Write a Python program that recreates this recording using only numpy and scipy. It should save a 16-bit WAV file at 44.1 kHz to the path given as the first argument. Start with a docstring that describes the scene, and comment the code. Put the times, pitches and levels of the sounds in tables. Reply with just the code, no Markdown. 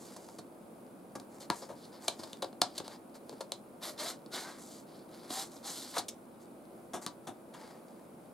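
"""A steady ventilation rush with light finger rubs, then snaps and ticks of a stiff plastic blister pack.
Hands turn the pack, pick at its edge and slide the backing card out, which rasps in several pulls.
Snaps are bursts of tiny slips ringing panel and shell; the rasp is friction ringing card, shell and edge.
The rush is filtered noise with a faint hum; the room is small and soft, heard by two close microphones."""
import sys
import numpy as np
from scipy import signal
from scipy.fft import rfft, irfft
from scipy.io import wavfile
from scipy.ndimage import uniform_filter1d

SR = 44100
rng = np.random.default_rng(int(sys.argv[2]) if len(sys.argv) > 2 else 0)


def int16_out(signal):
    """Quantize to a 16-bit WAV file."""
    q = np.round(np.clip(np.atleast_2d(signal).T, -1, 1) * 32767)
    wavfile.write(sys.argv[1], SR, q.astype(np.int16))


N = 367353

# ventilation rush and microphone hiss, spectrum shape: freq_hz [Hz], density_db [dB per Hz, relative]
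AIR_SPECTRUM = [(25, -25.5), (60, -20.5), (110, -12), (230, 2.5), (430, -4.5), (560, -2.5), (850, -10),
                (1500, -18.5), (1800, -27.5), (2400, -26), (2800, -30.5), (6200, -37), (8600, -29.5),
                (9700, -23.5), (10700, -28.5), (15500, -32)]
# likeness of the rush at the two microphones: freq_hz [Hz], likeness [-1..1]
AIR_LIKENESS = [(40, 0.15), (130, 0.89), (290, 0.87), (650, 0.55), (1400, 0.17), (6000, 0.4),
                (15000, -0.33)]
# light rubs of fingers and card on the pack:
# start_s [s], length_s [s], level_db [dB], card_body_db [dB re level], edge_fizz_db [dB re level]
RUB_EVENTS = [(-.04, 0.33, -64.5, 3, 6), (.17, 0.273, -68, 2, 5.5), (1.29, 0.21, -76.5, 10.5, 8),
              (1.398, 0.068, -57, -2.5, 0), (1.51, 0.2, -63.5, 3, 8.5), (1.75, 0.18, -64.5, -3, 0.5),
              (1.915, 0.11, -64, 5.5, -4.5), (2.0, 0.22, -60, 3, 2.5), (2.17, 0.25, -62.5, 2.5, 1),
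              (2.66, 0.21, -65.5, -5, -4), (2.75, 0.074, -56, -1, -0.5), (2.841, 0.055, -56.5, 0.5, -4),
              (2.891, 0.096, -59, 3, -2.5), (3.141, 0.048, -60, 1.5, -1.5), (3.26, 0.2, -70.5, 2, -2),
              (4.86, 0.23, -67, -1, -3), (6.39, 0.097, -74.5, -2, 4), (7.013, .055, -60, 6, 5.5),
              (7.525, 0.31, -65.5, 9, -.5), (7.78, 0.41, -78.5, 9, 0)]
# snaps and taps on the pack: start_s [s], contact_s [s], thump_db [dB], panel_pitch_hz [Hz],
# panel_db [dB], shell_pitch_hz [Hz], shell_db [dB], crack_db [dB]
SNAP_EVENTS = [(0.163,0.0056,-56,594,-48,4650,-69,-51), (0.287,.0015,-65,726,-54,4770,-67,-61),
               (.385,0.0074,-48,684,-49,4500,-53.5,-52.5), (1.153,0.0072,-44,660,-40.5,4900,-60,-49),
               (1.199,0.0016,-54,555,-53,4640,-58,-55.5), (1.5014,0.00051,-34,950,-29,4240,-34.5,-41),
               (1.507,0.0031,-44.5,704,-40,4620,-57,-52), (1.618,0.016,-51,570,-43,4950,-49.5,-65),
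               (1.689,0.025,-51,557,-40,4100,-60,-56.5), (2.08,0.0026,-45,657,-34.5,2330,-38,-49),
               (2.0811,0.0023,-43,497,-43,4080,-31,-33), (2.192,0.011,-45,580,-46.5,4990,-52,-53),
               (2.233,0.0068,-52,643,-44.5,4450,-47,-53), (2.3314,0.0009,-51,584,-52,3560,-46.5,-52),
               (2.422,0.0065,-49,550,-33.5,4000,-39,-44.5), (2.443,0.0032,-50,550,-41.5,4460,-47,-61),
               (2.528,.0022,-52,586,-54,4100,-63.5,-70), (2.6165,0.0016,-39,727,-27.5,4500,-25.5,-30),
               (2.779,0.0047,-49,620,-48.5,4330,-39,-40.5), (2.801,0.0023,-43.5,577,-42,3530,-51,-59),
               (2.8795,0.0011,-56,507,-45.5,4330,-50,-52), (3.294,0.0014,-66,464,-46.5,4550,-53.5,-54),
               (3.326,0.0044,-52,460,-46.5,4280,-64,-66), (3.4065,0.0064,-62,540,-37.5,4300,-46.5,-48),
               (3.5201,0.0008,-64,570,-42,4060,-37.5,-41), (4.261,.002,-50,493,-57,4500,-59.5,-69),
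               (5.303,0.004,-44.5,630,-43,3760,-47.5,-51), (5.564,0.0046,-58,543,-53.5,5100,-58.5,-65),
               (5.966,0.0063,-64,723,-30.5,4270,-55,-59), (5.98,0.0079,-45,770,-46,4400,-35.5,-35.5),
               (6.083,0.0072,-66,573,-69,3740,-48,-38.5), (6.934,0.021,-39.5,670,-35,3570,-47.5,-41.5),
               (7.0641,0.00055,-44,1146,-42.5,4000,-42,-40), (7.068,0.0081,-47,980,-47,4500,-46,-55),
               (7.27,0.016,-43,725,-40.5,3620,-50,-48), (7.538,0.011,-58,1000,-50.5,3300,-56,-59)]
# the whole pack pushed against the hand: freq_hz [Hz], gain_db [dB, relative]
THUMP_BODY = [(40, -40.5), (110, -7), (180, -6), (250, 6), (360, -3), (520, -17), (1200, -39)]
# a flat panel flexing: pitch_multiple [times its pitch], gain_db [dB, relative]
PANEL_BODY = [(.3, -30), (.6, -7), (.8, -2), (1.0, 0), (1.4, -5), (1.9, -8), (2.6, -15), (6.0, -33.5)]
# the stiff moulded shell: pitch_multiple [times its pitch], gain_db [dB, relative]
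SHELL_BODY = [(.15, -41), (0.363, -13), (.52, -16.5), (0.639, -14.5), (.77, -1.5), (.93, 2), (1.08, 1.5),
              (1.249, 2), (1.499, -13.5), (2.198, -16.5)]
# the bare crack of buckling plastic: freq_hz [Hz], gain_db [dB, relative]
CRACK_BODY = [(900, -35), (2100, -5), (3000, -5), (5500, 8.5), (7300, 5.5), (9300, 5.5), (11600, -1.5),
              (13200, -6.5), (15500, -27)]
# pulls of the card along the shell: start_s [s], rise_s [s], length_s [s], level_db [dB],
# sag_db [dB lost over the length], card_body_db [dB re level], edge_fizz_db [dB re level],
# card_resonance_hz [Hz at the start], edge_resonance_hz [Hz]
PULL_EVENTS = [(3.8, 0.053, 0.1, -47.5, 3.5, 2.5, 3, 593, 11500),
               (3.963, 0.047, 0.14, -46, -3, 1.5, 0.5, 608, 7700),
               (4.305, 0.047, 0.28, -44.5, 21, 0, -1, 1380, 7070),
               (4.527, .12, 0.26, -64, -3, -3, 5, 1016, 7300),
               (5.053, 0.088, 0.3, -67.5, -6, 4, 0, 1280, 10600),
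               (5.276, 0.064, 0.16, -45.5, 2.5, -1, 2.5, 696, 7700),
               (5.484, 0.047, 0.13, -66.5, 1.5, 2.5, 5, 755, 6930),
               (5.617, 0.07, 0.089, -45, 2, -1.5, 3, 788, 6700),
               (5.698, 0.047, 0.25, -51, 6, -5.5, 2, 1324, 8050),
               (5.915, 0.095, 0.066, -41, 7.5, 3.5, 2, 803, 8400)]
# the card as a sounding board: freq_hz [Hz], gain_db [dB, relative]
CARD_BODY = [(120, -19), (300, 1), (650, 3.5), (1000, 4.5), (1500, 0), (2150, -3), (2700, -14.5),
             (5000, -47)]
# fizz of the thin edges under friction: freq_hz [Hz], gain_db [dB, relative]
EDGE_BODY = [(3000, -57.5), (5200, -7), (6300, 0), (7300, 2), (8700, 1.5), (9800, -4), (11600, -2.5),
             (13200, -12), (15500, -27.5)]
# bedroom reverberation: freq_hz [Hz], t60_s [s]
ROOM_DECAY = [(200, 0.16), (700, 0.16), (1800, 0.18), (4200, 0.15), (8000, 0.16), (14000, 0.047)]
# left microphone over right for the pack's sound: freq_hz [Hz], left_over_right_db [dB]
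MIC_BALANCE = [(120, 0), (250, -1), (500, 0.5), (1000, 1.5), (2000, 0), (4000, -2.2), (8000, -0.6),
               (12000, -5)]
# phase lead of the left microphone for the pack's sound: freq_hz [Hz], lead_rad [radians]
MIC_LEAD = [(2000, 0.049), (6800, 0.49), (8400, 1.54), (9200, 1.2), (10300, 0.92), (13000, 0.79),
            (15000, 1.2)]
# where the sound comes from as the hands move: time_s [s], left_over_right_db [dB]
HAND_PAN = [(1.15, 0.5), (1.5, 2.5), (2.1, 2), (2.6, 2.3), (3.8, 1.5), (6.0, 1.5), (6.95, 2.5), (7.3, 2.5)]

AIR_DB, HUM_HZ, HUM_DB = -52.5, 340.5, -65
HOLD_DB = -84  # the hands never lie quite still on the pack
# a rub swells faster than it fades; then the pitches of card, shell and edge under a finger
RUB_SKEW, RUB_CARD_HZ, RUB_SHELL_HZ, RUB_EDGE_HZ = 0.57, 857, 4600, 7400
PANEL_OVERTONE = 1.75  # a panel's second mode over its first
SHELL_HZ = 4030  # reference pitch of the shell's broad sound
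SHELL_WANDER, CARD_WANDER = 0.049, 0.037  # rms share by which the grip bends each resonance
RELEASE_DB_PER_S, STOP_S = 426, 0.01  # how fast a pull dies once the hand stops; how softly it eases off
BODY_SAG = 0.58  # share of the sag that the card body follows: a slowing pull turns dull
PULL_SHELL_HZ = 3870  # the shell's pitch at the start of a pull
GLIDE_PER_S = 0.65  # share by which card and shell rise in pitch per second of pull
CUTOFF_HZ = 15900
TAPS = 4096  # samples in a snap and in the spectra of the bodies


def amp(db):
    """Decibels to gain."""
    return 10 ** (np.asarray(db) / 20)


def unit(x):
    """Scales to an rms of one."""
    return x / np.sqrt(np.mean(x ** 2) + 1e-20)


def read(points, hz):
    """Reads a table along a log-frequency axis."""
    f, value = np.transpose(points)
    return np.interp(np.log(hz + 1e-6), np.log(f), value)


def add(mix, s, sound):
    """Mixes a sound in at s seconds."""
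    part = mix[max(round(s * SR), 0):][:len(sound)]
    part += sound[:len(part)]


def drift(per_s):
    """Slow random wander of rms one, with per_s turning points drawn each second."""
    knots = np.arange(0, N + SR, SR / per_s)
    return unit(np.interp(np.arange(N), knots, rng.standard_normal(len(knots))))


def ring(x, shape, pitch=1):
    """Passes x through a causal, minimum-phase body with the given spectrum, falling away past its ends."""
    f = np.fft.rfftfreq(TAPS, 1 / SR).clip(1) / pitch
    outside = abs(np.log(f / np.clip(f, shape[0][0], shape[-1][0])))
    log_gain = np.log(amp(read(shape, f))) - np.minimum(2 * outside, np.pi)
    circle = np.r_[log_gain, log_gain[-2:0:-1]]
    # the Hilbert transform of the log gain gives the minimum phase
    response = np.fft.ifft(np.exp(np.conj(signal.hilbert(circle)))).real
    return signal.oaconvolve(x, response[:TAPS // 2])[:len(x)]


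def resonate(x, hz, width):
    """A resonance of gain one, width in Hz, that follows the curve hz."""
    turn = np.exp(2j * np.pi * np.cumsum(hz) / SR)
    r = np.exp(-np.pi * width / SR)
    # shift the resonance down to zero, smooth, and shift back up
    return 2 * (turn * signal.lfilter([1 - r], [1, -r], x / turn)).real


def sing(x, hz, width, ring_db):
    """A body's broad sound with one mode ringing out of it."""
    mode = resonate(x, np.full(len(x), hz), width)
    return unit(x) + amp(ring_db) * unit(mode)


def broadband(x, size=45):
    """Evens out the broad humps of a burst's spectrum, so that it drives every resonance alike."""
    z = rfft(x)
    humps = np.sqrt(abs(uniform_filter1d(abs(z) ** 2, size)) + 1e-12)
    return irfft(z / humps, len(x))


def air(waver_db=-0.33):
    """Steady ventilation with a faint motor hum, over the hiss of the microphones."""
    hz = np.fft.rfftfreq(N, 1 / SR)
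    a, b = rfft(rng.standard_normal((2, N)))
    same = np.clip(read(AIR_LIKENESS, hz), -1, 1)
    pair = np.array([a, same * a + np.sqrt(1 - same ** 2) * b])
    rush = unit(irfft(pair * amp(read(AIR_SPECTRUM, hz)), N))
    hum_phase = 2 * np.pi * np.cumsum(HUM_HZ + 1.3 * drift(per_s=6)) / SR
    hum = np.sqrt(2) * np.sin(hum_phase)
    return amp(AIR_DB + waver_db * drift(per_s=7.4)) * rush + amp(HUM_DB) * hum


def rub(t, start, length, level_db, body_db, fizz_db):
    """A light touch swells and fades in one arch: gains of shell, body and fizz, then three resonances."""
    gain = amp(level_db) * np.sin(np.pi * np.clip((t - start) / length, 0, 1) ** RUB_SKEW)
    return np.broadcast_arrays(gain, gain * amp(body_db), gain * amp(fizz_db),
                               RUB_CARD_HZ, RUB_SHELL_HZ, RUB_EDGE_HZ)


def snap(row, slips, jolt=3.3, spread_db=2.5, brief_s=0.0012, panel_ring_db=-5.5):
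    """Plastic gives way in a burst of tiny slips; each spot rings its own modes of panel and shell."""
    s, contact, thump_db, panel_hz, panel_db, shell_hz, shell_db, crack_db = row
    lead = 256  # samples kept ahead of the snap
    u = np.arange(TAPS) / SR / max(contact, 1e-4)  # time in contact lengths
    envelope = (u + 0.17) * np.exp(-1.7 * u) * 3
    burst = slips[0] * amp(spread_db * slips[1]) * envelope
    burst[0] += jolt * np.exp(-contact / brief_s)  # the briefer the contact, the stronger its clean jolt
    burst = broadband(np.roll(burst, lead))

    panel = sing(ring(burst, PANEL_BODY, panel_hz), panel_hz, width=56, ring_db=panel_ring_db)
    panel = sing(panel, panel_hz * PANEL_OVERTONE, width=140, ring_db=-19.5)
    # the broad sound follows the spot's pitch only halfway
    shell = ring(burst, SHELL_BODY, np.sqrt(SHELL_HZ * shell_hz))
    shell = sing(shell, shell_hz, width=280, ring_db=-4.5)
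    layers = [(thump_db, ring(burst, THUMP_BODY)), (panel_db, panel),
              (shell_db, shell), (crack_db, ring(burst, CRACK_BODY))]
    per_10_ms = np.sqrt(.01 * SR / TAPS)  # levels count a layer's whole energy as if spread over 10 ms
    return s - lead / SR, per_10_ms * sum(amp(db) * unit(sound) for db, sound in layers)


def snaps():
    """All the snaps and taps, each driven by its own random slips."""
    out = np.zeros(N)
    all_slips = rng.standard_normal((len(SNAP_EVENTS), 2, TAPS))
    for row, slips in zip(SNAP_EVENTS, all_slips):
        add(out, *snap(row, slips))
    return out


def pull(t, start, rise, length, level_db, sag_db, body_db, fizz_db, card_hz, edge_hz):
    """The card gets going, slows or gathers speed, and stops: gains of shell, body, fizz; three resonances."""
    age = t - start
    sag = sag_db * np.clip((age - rise) / max(length - rise, .001), 0, 1)
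    onset = np.sin(np.pi / 2 * np.clip(age / rise, 0, 1)) ** 2
    release_db = RELEASE_DB_PER_S * STOP_S * np.logaddexp(0, (age - length) / STOP_S)
    gain = onset * amp(level_db - release_db)
    climb = 1 + GLIDE_PER_S * np.clip(age, 0, length)
    return np.broadcast_arrays(gain * amp(-sag), gain * amp(body_db - BODY_SAG * sag),
                               gain * amp(fizz_db - sag), card_hz * climb, PULL_SHELL_HZ * climb, edge_hz)


def strokes():
    """Pulls and rubs add in power; the strongest of the moment sets the resonances of card, shell and edge."""
    t = np.arange(0, N / SR, .001)
    moves = [pull(t, *row) for row in PULL_EVENTS] + [rub(t, *row) for row in RUB_EVENTS]
    level, body, fizz, card_hz, shell_hz, edge_hz = np.stack(moves, axis=1)
    gains = [np.sqrt((gain ** 2).sum(0) + amp(HOLD_DB) ** 2) for gain in (level, body, fizz)]
    strongest = level.argmax(0), np.arange(len(t))
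    pitches = [hz[strongest] for hz in (card_hz, shell_hz, edge_hz)]
    return [np.interp(np.arange(N) / SR, t, control) for control in (*gains, *pitches)]


def slide(catches_per_s=9000, slowing=.9, spread_db=3.0, smooth=0.93, judder_db=0.8,
          card_ring_db=-6.5, shell_ring_db=-7, edge_ring_db=-6, uneven_db=1.5):
    """Paper fibres catch and let go up to thousands of times a second, shaking card, shell and edge."""
    level, body, fizz, card_hz, shell_hz, edge_hz = strokes()
    # a slow, light touch breaks up into separate crackles
    rate = catches_per_s * (level / level.max()) ** slowing
    catches = (rng.random(N) < rate / SR) * rng.choice([-1, 1], N) / np.sqrt(rate)
    catches = catches * amp(spread_db * np.minimum(rng.exponential(1, N), 5))
    friction = unit(catches) + smooth * rng.standard_normal(N)
    friction = friction * amp(judder_db * drift(per_s=240))

    # the free length of card and the squeeze on the shell pick out one resonance in each
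    card_hz = card_hz * (1 + CARD_WANDER * drift(per_s=14))
    shell_hz = shell_hz * (1 + SHELL_WANDER * drift(per_s=30))
    card = unit(sing_along(ring(friction, CARD_BODY), card_hz, 12, card_ring_db))
    shell = unit(sing_along(ring(friction, SHELL_BODY, SHELL_HZ), shell_hz, 400, shell_ring_db))
    # each pull has its own hiss; the rubs share one
    edge = unit(sing_along(ring(friction, EDGE_BODY), edge_hz, 2900, edge_ring_db))

    # the contact wanders, so each part swells on its own
    parts = (level * shell, body * card, fizz * edge)
    return sum(part * amp(uneven_db * drift(per_s=45)) for part in parts)


def sing_along(x, hz, width, ring_db):
    """A body's broad sound with one mode that moves along the curve hz."""
    return unit(x) + amp(ring_db) * unit(resonate(x, hz, width))


def room(x, tail_db, near_db, wall_s=0.0052, shared=0.51):
    """Direct sound, close scatter and a short diffuse tail; the microphones differ more in the treble."""
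    count = SR // 3
    t = np.arange(count) / SR
    late, near = rng.standard_normal((2, 2, count))
    late *= t > wall_s
    near *= (rng.random((2, count)) < .2) * (t > .001) * np.exp(-t / 0.0078)  # sparse early reflections
    hz, when, z = signal.stft(np.array([late, near]), SR, nperseg=256)
    z[0] *= amp(-60 * when / read(ROOM_DECAY, hz)[:, None])
    # blend the two microphones, less and less towards the treble
    alike = (shared / (1 + (hz / 5500) ** 4))[:, None]
    z = (z + alike * z[:, ::-1]) / np.sqrt(1 + alike ** 2)
    late, near = signal.istft(z, SR, nperseg=256)[1][..., :count]
    response = amp(tail_db) * late / np.linalg.norm(late[0])
    response += amp(near_db) * near / np.linalg.norm(near[0])
    response[:, 0] += 1  # direct sound
    return signal.oaconvolve(x[None], response, axes=1)[:, :N]


def scene():
    """The pack in the room, its overall balance a little to the left, over the room's own rush."""
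    hits = snaps()
    low = signal.sosfilt(signal.butter(1, 1300, fs=SR, output="sos"), hits)
    # the pack's low tones spread all round and fill the room more than its cracks do
    knocks = room(low, tail_db=-8.0, near_db=-6.0)
    clicks = room(hits - low, tail_db=-12.0, near_db=-21.0)
    rasp = room(slide(), tail_db=-14.0, near_db=-13.5)
    pack = knocks + clicks + rasp

    hz = np.fft.rfftfreq(N, 1 / SR)
    balance = amp(read(MIC_BALANCE, hz) / 2)
    mics = np.array([balance, np.exp(-1j * read(MIC_LEAD, hz)) / balance])
    side = amp(np.interp(np.arange(N) / SR, *np.transpose(HAND_PAN)) / 2)
    return irfft(rfft(pack) * mics, N) * np.array([side, 1 / side]) + air()


def record(dry):
    """Band limit of the microphones: a steep linear-phase low-pass."""
    low_pass = signal.firwin(511, CUTOFF_HZ, window=("kaiser", 9), fs=SR)
    return signal.oaconvolve(dry, low_pass[None], "same")


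dry = scene()
out = record(dry)
int16_out(out)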